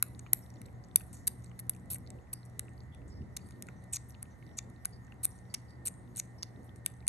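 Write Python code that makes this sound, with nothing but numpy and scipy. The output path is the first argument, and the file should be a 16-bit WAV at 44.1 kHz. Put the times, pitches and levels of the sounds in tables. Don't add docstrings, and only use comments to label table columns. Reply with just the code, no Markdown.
import sys
import numpy as np
from scipy import signal
from scipy.fft import rfft, irfft, next_fast_len
from scipy.io import wavfile
from scipy.ndimage import uniform_filter1d

SR = 44100
rng = np.random.default_rng(int(sys.argv[2]) if len(sys.argv) > 2 else 0)


def convert_level_to_amplitude(level_db):
    exponent = np.asarray(level_db, float) / 20
    return 10 ** exponent


def bounce(signal):
    frames = np.transpose(np.atleast_2d(signal))
    limited = np.clip(frames, -1, 1)
    pcm = np.round(limited * 32767).astype(np.int16)
    wavfile.write(sys.argv[1], SR, pcm)


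N = 312228

# (centre [Hz], width [Hz], level [dB])
MOUTH_MODES = [(4100, 651, -2), (5600, 340, 3.5), (6700, 400, 3)]
# (centre [Hz], width [Hz], level [dB])
CHEEK_MODES = [(1360, 730, 2), (2190, 630, 5), (3000, 900, -11)]
# (centre [Hz], width [Hz], level [dB])
SPRAY_MODES = [(8600, 180, 1.5), (10900, 4500, -3.5)]
# (frequency [Hz], lead of the left [rad], left over right [dB])
PORT_OFFSETS = [(0, 0, 0), (800, 1, 1), (1550, 1, -5), (2050, 6.2, -6), (2600, 6.9, 10), (3100, 8, 10),
                (3500, 12, 0), (4200, 12.8, -2), (5000, 15.3, -1), (6000, 18.8, 2), (6700, 18.3, 1),
                (7300, 20, 1), (8000, 19.5, 1), (16000, 5.6, 0)]
WET_DAMPING, FIZZ_DAMPING = 1.6, 2.0


def evened(x):
    return x / np.sqrt(np.mean(x ** 2) + 1e-20)


def peaked(x):
    return x / (abs(x).max() + 1e-20)


def add(mix, s, sound):
    part = mix[round(s * SR):][:len(sound)]
    part += sound[:len(part)]


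def ring(x, hz, width):
    turn = np.exp(2j * np.pi * np.cumsum(hz * np.ones(len(x))) / SR)
    r = np.exp(-np.pi * width / SR)
    return 2 * (turn * signal.lfilter([(1 - r) ** 2], [1, -2 * r, r * r], x / turn)).real


def modes(x, table, scale=1, damping=1):
    return sum((-1) ** k * convert_level_to_amplitude(db) * ring(x, hz * scale, width * damping)
               for k, (hz, width, db) in enumerate(table))


def drift(seconds):
    size = round(seconds * SR)
    once = uniform_filter1d(rng.standard_normal(N), size, mode="wrap")
    return evened(uniform_filter1d(once, size, mode="wrap"))


def kitten():
    out = seethe()
    for sounds in (snaps(), squelches(), droplets(), edges()):
        for s, sound in sounds:
            add(out, s, sound)
    add(out, 0.025, convert_level_to_amplitude(-33.5) * ring(out, 10000, 3600))
    for s, sound in whispers():
        add(out, s, sound)
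    return signal.sosfilt(signal.butter(2, 750, "high", fs=SR, output="sos"), out)


def breaks():
    # (time [s], peak [dB], length [ms], mouth re peak [dB], cheek pop re peak [dB])
    seals = [(0.0256, -9, 2.76, -9, -17.5), (0.3313, -15, 1.6, -11, -40), (0.333, -4, 1.3, -18.5, -28),
             (0.616, -38, 1.9, -5, -10.5), (0.959, -2, 1.8, -13.5, -35.5), (0.9597, -17, 2.5, -1.5, -21),
             (1.131, -44, 3.1, -11, -12.5), (1.275, -17.5, 4.2, -8.5, -21),
             (1.2763, -16.5, 0.68, -3.5, -50), (1.591, -30.5, 2.9, -7.5, -16.5),
             (1.6945, -14.5, 6.4, -23.5, -50), (2.3353, -23, 3.3, -28.5, -42), (2.594, -19, 2.2, -8, -20.5),
             (3.3667, -28, 3.6, 1.5, -13), (3.5078, -48, 1.6, 4.5, -2.5), (3.624, -24, 0.41, -5, -24),
             (4.2284, -24, 1.1, -33, -31), (4.849, -34.5, 2.24, -10, -9.5), (4.8534, -27, 4.4, -3.5, -12.5),
             (4.8549, -17, 2.6, -29.5, -31), (5.2529, -8.5, 1.5, -25.5, -52), (5.5402, -26, 4.5, -6.5, -14),
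             (6.8616, -12, 2.23, -10, -23), (7.068, -33.5, 0.63, -5.5, -13.5),
             (7.0783, -9.5, 2.5, -5, -21.5)]
    # (time [s], peak [dB], pitch [Hz])
    large = [(1.595, -36, 10900), (1.601, -38, 10400), (1.9053, -38, 10500), (1.9094, -31, 10350),
             (1.9138, -24, 11740), (1.9202, -29, 11600), (1.924, -32, 11250), (1.927, -30, 11240),
             (1.9321, -28, 11100), (1.937, -31, 11300), (1.9446, -25.5, 10200), (1.948, -36.5, 10900),
             (1.954, -41, 10900), (1.9575, -47, 10130), (3.9314, -25, 8155), (3.9346, -24.5, 8180),
             (3.943, -29.5, 7600), (3.961, -34, 6430), (3.966, -36, 6200), (3.9668, -27, 6500),
             (4.5866, -23.5, 6880), (5.2347, -28, 10450), (5.2426, -30, 10060), (5.86, -29, 8900),
             (5.8637, -29, 8900), (5.8711, -24, 8700), (5.8796, -28, 7200), (6.1608, -34.5, 8630),
             (6.1664, -45, 10900), (6.1693, -28, 10050), (6.1782, -35, 6500), (6.1976, -23, 6700)]
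    # (time [s], peak [dB], pitch [Hz])
    ticks = [(0.1923, -39, 8460), (0.1941, -39.5, 6740), (0.503, -49, 5700), (0.54, -53.5, 7040),
             (0.661, -47, 7850), (0.8387, -52, 5600), (0.847, -56, 6400), (0.885, -56, 8100),
             (1.144, -47, 7200), (1.4389, -54, 6400), (1.4437, -44, 8380), (2.1033, -36, 8110),
             (2.692, -55, 8190), (3.687, -46.5, 7300), (4.102, -57.5, 7840), (4.5889, -42, 4030),
             (4.1058, -49.5, 5770), (4.85, -36.5, 5200), (5.0482, -55.5, 7360), (5.2634, -42, 8600),
             (5.3884, -53, 6700), (5.5472, -23.5, 5600), (5.940, -53.5, 7250), (6.426, -29, 5180),
             (6.4302, -24, 5450), (6.939, -57.5, 6300)]
    # (time [s], peak [dB])
    pricks = [(.727, -56), (1.4035, -60), (1.668, -55), (1.764, -45), (1.858, -55), (2.4598, -49),
              (2.4982, -52), (2.948, -45.5), (3.339, -64), (3.4878, -44.5), (3.6688, -43), (3.838, -52.5),
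              (3.8412, -51.5), (4.0972, -47), (4.2244, -43.5), (4.7, -48), (5.6963, -54), (6.6322, -54.5),
              (6.6528, -60), (6.7596, -45), (6.8497, -49), (6.856, -47.5), (6.8678, -51.5), (6.8725, -48)]
    # (time [s], peak [dB], pitch [Hz])
    lips = [(0.1489, -50, 4100), (0.2634, -48, 2510), (0.271, -56, 2880), (.463, -56.5, 4000),
            (0.569, -57.5, 3630), (0.657, -52, 4000), (0.9131, -54.5, 3740), (1.008, -50, 2480),
            (1.4615, -53.5, 4500), (1.515, -55, 2830), (2.0643, -54.5, 4240), (2.074, -46, 4480),
            (2.187, -66, 2800), (2.431, -54, 4100), (2.682, -56, 2500), (2.779, -57, 4430),
            (2.805, -47.5, 4730), (3.685, -52.5, 1800), (4.144, -52, 4000), (4.149, -50.5, 3320),
            (4.425, -55.5, 2306), (4.466, -53, 5100), (4.476, -61, 3780), (4.762, -57.5, 4000),
            (5.122, -49.5, 2800), (6.561, -59, 3670), (6.693, -54.5, 3340), (7.005, -56, 4000),
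            (7.025, -61, 2450)]
    tick_mouth_db, tick_cheek_db = -5, -19.5
    rows = []
    for s, db, *rest in seals:
        hz = 11600 + 38 * db - 140 * s
        rows.append((s, db, hz, *rest))
    for s, db, hz in large:
        mouth_db = -16 + 4 * (10 - hz / 1000)
        rows.append((s, db, hz, 4.54, mouth_db, mouth_db - 15))
    for s, db, hz in ticks:
        rows.append((s, db, hz, 2.6, tick_mouth_db, tick_cheek_db))
    for s, db in pricks:
        rows.append((s, db, 9810, 1.6, tick_mouth_db, tick_cheek_db))
    for s, db, hz in lips:
        cheek_db = 5.5 - 12.5 * (hz / 1000 - 2.4)
        rows.append((s, db, hz, 7 / hz * 1000, -10, cheek_db))
    return rows


def snaps():
    t = np.arange(500) / SR * 1000
    size_spread = .05
    for s, db, hz, ms, mouth_db, cheek_db in breaks():
        noise = rng.standard_normal(len(t))
        mouth_size, cheek_size = 1 + size_spread * noise[-2], 1 + 2 * size_spread * noise[-3]
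        u = t / max(ms, .5)
        shape = np.minimum(t / 0.67, 1) * np.exp(-(1.93 * u) ** 2)
        tear = noise * shape
        late = noise[::-1] * u * np.exp(-3.4 * u)

        wobble = evened(uniform_filter1d(noise, size=24)) * np.minimum(u, 1)
        tone = np.sin(2 * np.pi * hz * t / 1000 + 0.58 * wobble[::-1])
        bubble = shape * (1 + .25 * wobble) * tone
        spray = modes(tear, SPRAY_MODES[:1], 1 + size_spread * noise[-1], WET_DAMPING)
        spray = spray + modes(tear, SPRAY_MODES[1:])
        top = peaked(bubble) + .5 * peaked(ring(tear, hz, 0.18 * hz))
        top += convert_level_to_amplitude(-9.0) * (hz / 11000) ** 2 * peaked(spray)

        cavity = peaked(modes(late, MOUTH_MODES, mouth_size, WET_DAMPING))
        cavity = cavity + 0.46 * peaked(ring(late, 5200, 3300))
        cheek = peaked(modes(late, CHEEK_MODES, cheek_size))
        body = convert_level_to_amplitude(mouth_db - 7) * peaked(cavity) + convert_level_to_amplitude(cheek_db) * cheek
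        yield s, convert_level_to_amplitude(db) * (peaked(top) + convert_level_to_amplitude(-33.5) * peaked(tear) + body)


def squelches():
    # (start [s], length [s], level [dB], fade over its length [dB], start pitch [Hz])
    runs = [(1.128, 0.026, -55, 11, 8260), (1.27, 0.014, -26.5, 5, 11900), (1.592, 0.0092, -43, -7, 10500),
            (1.9, 0.069, -46, 19.5, 11500), (2.329, 0.012, -34.5, 6, 10240), (3.365, 0.0097, -38, 6, 6500),
            (3.925, 0.043, -40, 1.1, 7800), (4.569, .022, -45, -20.5, 6800),
            (5.231, 0.0213, -34, -14.5, 9950), (5.54, 0.0079, -35, -0.5, 5860),
            (5.852, 0.037, -36, 2.5, 10300), (6.157, 0.0454, -45, -24.5, 9000),
            (6.426, 0.011, -48, -13, 4400)]
    sag_hz_per_s, release_s = 49000, 0.003
    for s, length, db, fade_db, hz in runs:
        n = round(length * SR)
        i = np.arange(n)
        noise, draw, size = rng.standard_normal((3, n))
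        bursts = signal.lfilter([1], [1, -.94], (draw > 1.9) * convert_level_to_amplitude(3.0 * size)) + .5
        froth = noise * bursts
        top = evened(ring(froth, hz - sag_hz_per_s * i / SR, 2740))
        top += convert_level_to_amplitude(-2.5) * evened(modes(froth, SPRAY_MODES))
        body = convert_level_to_amplitude(-18.0) * evened(modes(froth, MOUTH_MODES, 1, FIZZ_DAMPING))
        body += convert_level_to_amplitude(-22) * evened(ring(froth, 3340, 5000))
        body += convert_level_to_amplitude(-29.5) * evened(modes(froth, CHEEK_MODES))
        attack = np.minimum(i / 110, 1)
        release = np.minimum(i[::-1] / np.minimum(release_s * SR, n / 4), 1)
        level = convert_level_to_amplitude(db + fade_db * np.linspace(.5, -.5, n))
        yield s, level * (evened(top) + body) * attack * release


def droplets():
    # (time [s], peak [dB], pitch [Hz])
    strays = [(0.502, -50, 9500), (.558, -57, 4500), (.661, -51, 10500), (.683, -59.5, 2300),
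              (1.011, -54, 8600), (1.395, -64.5, 4200), (1.422, -59.5, 6000), (1.468, -58, 7000),
              (1.496, -57.5, 6400), (1.735, -55, 4300), (1.749, -51, 7500), (1.748, -60, 2280),
              (1.797, -58, 7500), (1.956, -48, 2100), (1.984, -42, 11300), (2.155, -67, 6000),
              (2.27, -68, 2590), (2.453, -51, 8000), (2.594, -26.5, 8600), (2.735, -60, 6770),
              (2.835, -59, 8500), (2.9467, -58, 2510), (3.017, -62.5, 2500), (3.219, -63, 3000),
              (3.391, -57.5, 2410), (3.522, -56, 4300), (3.56, -66, 3800), (0.3336, -21, 8900),
              (3.823, -60.5, 9000), (4.122, -57, 6000), (4.254, -60, 2600), (4.492, -59, 3600),
              (4.513, -61.5, 3500), (4.589, -40.5, 2300), (4.591, -35, 6750), (5.068, -59, 6800),
              (5.077, -58, 1600), (5.142, -60, 9500), (5.318, -54.5, 6500), (5.379, -60, 6300),
              (5.453, -65, 3800), (5.707, -58.5, 4000), (5.706, -56.5, 8560), (6.8616, -27, 8550),
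              (6.075, -64.5, 3800), (6.152, -56, 3920), (6.151, -52.5, 9000), (6.881, -47, 8800),
              (6.965, -63, 6300)]
    for s, db, hz in strays:
        u = np.arange(500) / SR * hz / 9.6
        burst = rng.standard_normal(500) * u * np.exp(-3 * u)
        wide = convert_level_to_amplitude(-10) * peaked(ring(burst, 1.2 * hz, 1.8 * hz))
        yield s, convert_level_to_amplitude(db) * (peaked(ring(burst, hz, 0.37 * hz)) + wide)


def edges():
    # (time [s], peak before a common gain [dB])
    tears = [(0.0258, -37.5), (0.3316, -49), (0.3316, -36), (0.5038, -76), (0.6155, -67), (0.9582, -38),
             (1.1303, -86), (1.2717, -43.5), (1.5916, -61), (1.6946, -45.5), (1.9081, -55), (2.3311, -57),
             (2.593, -43.5), (2.9472, -90), (3.3672, -58), (3.6237, -77), (3.927, -76.5), (4.2273, -62),
             (4.8542, -59), (5.2314, -57), (5.2524, -74), (5.5433, -61.5), (5.8541, -53), (5.8604, -55),
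             (6.1636, -60.5), (6.4274, -87.5), (6.8598, -59.5), (7.0774, -43)]
    gain_db, length_ms = 25.5, 2.6
    t = np.arange(300) / SR * 1000
    for s, db in tears:
        spit = rng.standard_normal(300) * np.minimum(t / .3, 1) * np.exp(-(t / length_ms) ** 2)
        yield s, convert_level_to_amplitude(db + gain_db) * peaked(ring(spit, 15000, 3500))


def seethe():
    # (time [s], wetness [dB])
    wetness = [(0.0, 3), (0.37, 2.5), (0.91, -1), (1.12, 2), (2.36, -3), (2.5, 4), (2.92, -7), (3.67, 2.5),
               (5.211, -2.5), (5.5, 2.5), (5.92, -5.5), (6.29, 0), (6.53, -0.5), (7.08, -9.5)]
    wet_db = np.interp(np.arange(N) / SR, *np.transpose(wetness))
    noise, draw = rng.standard_normal((2, N))
    fizz = noise * (1 + 1.1 * signal.lfilter([1], [1, -.97], draw > 3.1))
    dull = bright = 0
    for mode in MOUTH_MODES:
        dull = dull + modes(fizz * convert_level_to_amplitude(4 * drift(0.04)), [mode], 1, FIZZ_DAMPING)
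    for mode in SPRAY_MODES:
        damping = FIZZ_DAMPING if mode[1] < 1000 else 1
        bright = bright + modes(fizz * convert_level_to_amplitude(4.6 * drift(0.03875)), [mode], 1, damping)
    return convert_level_to_amplitude(-81.5 + 1.4 * wet_db) * evened(dull) + convert_level_to_amplitude(-81.5 + wet_db) * evened(bright)


def whispers():
    # (time [s], length [s], level [dB], centre [Hz])
    narrow = [(0.418, 0.04, -69, 5460), (0.578, 0.025, -72, 6820), (2.334, 0.086, -68.5, 4950),
              (2.793, .06, -83, 4400), (2.918, 0.072, -72, 3380), (3.095, 0.13, -68.5, 5120),
              (3.397, 0.14, -71.5, 4650), (3.76, 0.059, -74, 5960), (4.303, 0.052, -75, 6050),
              (4.92, 0.057, -63, 4820), (5.297, 0.11, -75, 5700), (5.499, .03, -68, 4760),
              (5.678, 0.079, -70, 4830), (6.38, 0.046, -65.5, 5300)]
    # (time [s], length [s], level [dB], centre [Hz])
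    puffs = [(0.835, 0.034, -73.5, 5980), (1.131, 0.11, -63, 6700), (1.133, 0.086, -65, 10200),
             (1.431, 0.077, -73, 7000), (2.45, 0.02, -65, 9800), (3.074, 0.059, -70.5, 7400),
             (3.433, 0.13, -68, 9500), (4.084, 0.033, -59, 10830), (5.34, 0.07, -73, 9000),
             (6.64, 0.037, -65, 10230), (6.754, .04, -69.5, 9000)]
    breaths = [(*row, row[3] / 8.8) for row in narrow]
    breaths += [(*row, 2900) for row in puffs]
    for s, length, db, hz, width in breaths:
        noise = rng.standard_normal(12000)
        u = np.arange(len(noise)) / SR / length
        ragged = convert_level_to_amplitude(2.8 * evened(uniform_filter1d(noise[::-1], size=300)))
        shape = np.minimum(u * 8, 1) * np.exp(-1.5 * u ** 2)
        yield s, convert_level_to_amplitude(db) * evened(ring(noise, hz, width)) * ragged * shape


def ports(x):
    size = next_fast_len(N + 500)
    f, lead, balance_db = np.transpose(PORT_OFFSETS)
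    hz = np.fft.rfftfreq(size, 1 / SR)
    half = convert_level_to_amplitude(np.interp(hz, f, balance_db) / 2) * np.exp(.5j * np.interp(hz, f, lead))
    return irfft(rfft(x, size) * np.array([half, 1 / half]), size)[:, :N]


def room(x):
    # (frequency [Hz], time to fall 60 dB [s], level [dB])
    decay = [(1000, .3, 1), (4000, 0.24, 3), (6500, 0.29, -5.5), (9000, 0.49, -2.5), (10300, .26, -5),
             (11500, .27, -3.5), (13060, 0.25, -11), (14060, .15, -30)]
    a, b, c, lumps = rng.standard_normal((4, SR // 2))
    lumps = convert_level_to_amplitude(3.0 * evened(uniform_filter1d(lumps, size=150)))
    hz, t, z = signal.stft(np.array([a, b, c]) * lumps, SR, nperseg=128)
    f, t60, db = np.transpose(decay)
    z *= convert_level_to_amplitude(np.interp(hz, f, db)[:, None] - 60 * t / np.interp(hz, f, t60)[:, None])
    z[1:] *= convert_level_to_amplitude(-8 * np.clip(hz / 1000 - 8.8, 0, 1))[:, None]
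    z *= np.clip((t - .002) / .004, 0, 1)
    tails = signal.istft(z, SR, nperseg=128)[1]
    wet = signal.fftconvolve(x[None], tails / np.linalg.norm(tails[0]), axes=1)[:, :N]
    return ports(wet[0]) + 0.8 * wet[1:]


def hum():
    # (frequency [Hz], level [dB], halo width [Hz])
    tones = [(120, -54, 12), (181, -63, 6), (359, -77, 4), (480, -78, 6), (749, -77.5, 8), (1993, -78, 12)]
    t, out = np.arange(N) / SR, np.zeros((2, N))
    for hz, db, width in tones:
        a, b = rng.standard_normal((2, N))
        halo = evened(np.array([ring(a, hz, width), ring(a + b * hz / 500, hz, width)]))
        steady = np.sin(2 * np.pi * hz * t + np.array([[0], [hz / 700]]))
        out += convert_level_to_amplitude(db) * evened((.18 + hz / 500) * halo + steady)
    return out


def whine():
    # (time [s], level [dB])
    course = [
        (0, -82),
        (3.2, -78.5),
        (3.6, -75),
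        (7.08, -74.5),
    ]
    s, db = np.transpose(course)
    t = np.arange(N) / SR
    flutter_db = 3.5 * drift(.03)
    tone = np.sin(2 * np.pi * 1833 * t + 0.64 * drift(0.11))
    tone = tone * convert_level_to_amplitude(np.interp(t, s, db) + 3.0 + flutter_db)
    return tone * convert_level_to_amplitude(np.array([[-3], [2]]))


def air():
    # (frequency [Hz], level per Hz [dB])
    spectrum = [(20, -47.5), (40, -25), (60, -4.5), (120, -3.5), (155, -10), (220, -8.5), (410, -19.5),
                (800, -22.5), (1600, -31.5), (2020, -26.5), (2450, -45.5), (7000, -49.5), (11300, -46.5),
                (13000, -74)]
    # (frequency [Hz], likeness [0-1])
    likeness = [(60, 0.36), (150, .83), (360, 0.55), (870, 0.2), (2110, 0.13), (5000, 0.2), (9000, 0.69),
                (10300, 0.82)]
    # (time [s], rise [dB], length [s])
    swells = [
        (.72, 3, .12),
        (2.1, 2, .15),
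        (3.17, 5, .12),
        (3.7, 1.5, .15),
    ]
    frames, hz = N // 512 + 5, np.fft.rfftfreq(2048, 1 / SR)
    log_hz, seconds = np.log(hz + 1), np.arange(frames) * 512 / SR
    a, b, c, d, patches = rng.standard_normal((5, 1025, frames))
    patches = uniform_filter1d(uniform_filter1d(patches, size=20, axis=0), size=8, axis=1)

    f, like = np.transpose(likeness)
    same = np.clip(np.interp(log_hz, np.log(f), like), -1, 1)[:, None]
    left = a + 1j * b
    z = np.array([left, same * left + np.sqrt(1 - same ** 2) * (c + 1j * d)])
    f, lead, _ = np.transpose(PORT_OFFSETS)
    z[0] *= np.exp(1j * np.interp(hz, f, lead))[:, None]

    z *= convert_level_to_amplitude(-0.21 * np.outer(np.exp(-(hz / 650) ** 2), seconds - 3.5))
    swell_db = sum(db * np.exp(-((seconds - s) / length) ** 2) for s, db, length in swells)
    z *= convert_level_to_amplitude(np.outer(np.exp(-(hz / 600) ** 2), swell_db))

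    f, db = np.transpose(spectrum)
    patch_db = 0.43 + 2.0 * np.exp(-np.log((hz + 1) / 330) ** 2)
    z *= convert_level_to_amplitude(np.interp(log_hz, np.log(f), db)[:, None] + patch_db[:, None] * evened(patches))
    return convert_level_to_amplitude(-52.5) * evened(signal.istft(z, nperseg=2048, noverlap=1536)[1][:, :N])


def rumble():
    surge_s, surge_db, rise_s, fall_s = 3.2, 13, .5, .1
    t = np.arange(N) / SR
    surge = np.clip(np.minimum(1 + (t - surge_s) / rise_s, 1 - (t - surge_s) / fall_s), 0, 1)
    a, b = rng.standard_normal((2, N))
    low = np.array([ring(a + 0.2 * b, 74, 28), ring(a - 0.2 * b, 74, 38)])
    return convert_level_to_amplitude(-56.5 - 0.5 * t + surge_db * surge) * evened(low)


def scene():
    near = kitten()
    return ports(near) + convert_level_to_amplitude(-26.5) * room(near) + air() + hum() + whine() + rumble()


def roll_off(x):
    return signal.sosfilt(signal.butter(12, 16400, fs=SR, output="sos"), x)


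def record(dry):
    edge_hz, gate_hz = 11950, 9700
    mid_side = np.array([dry[0] + dry[1], dry[0] - dry[1]]) / 2
    hz, t, z = signal.stft(mid_side, SR, nperseg=512)
    z *= convert_level_to_amplitude(-16 * np.clip((hz - edge_hz) / 1000, 0, 1.3))[:, None]
    smooth = uniform_filter1d(uniform_filter1d(abs(z), size=7, axis=1), size=5, axis=2)
    gate_db = -112 + 8 * (hz < 10700) + 14 * (hz > 12400) - 6 * (hz > 13600)
    z *= (smooth > convert_level_to_amplitude(gate_db)[:, None]) | (hz < gate_hz)[:, None]
    mid, side = signal.istft(z, SR, nperseg=512)[1][:, :N]
    low_cut = signal.butter(2, 45, "high", fs=SR, output="sos")
    return roll_off(signal.sosfilt(low_cut, np.array([mid + side, mid - side])))


dry = scene()
out = record(dry)
bounce(out)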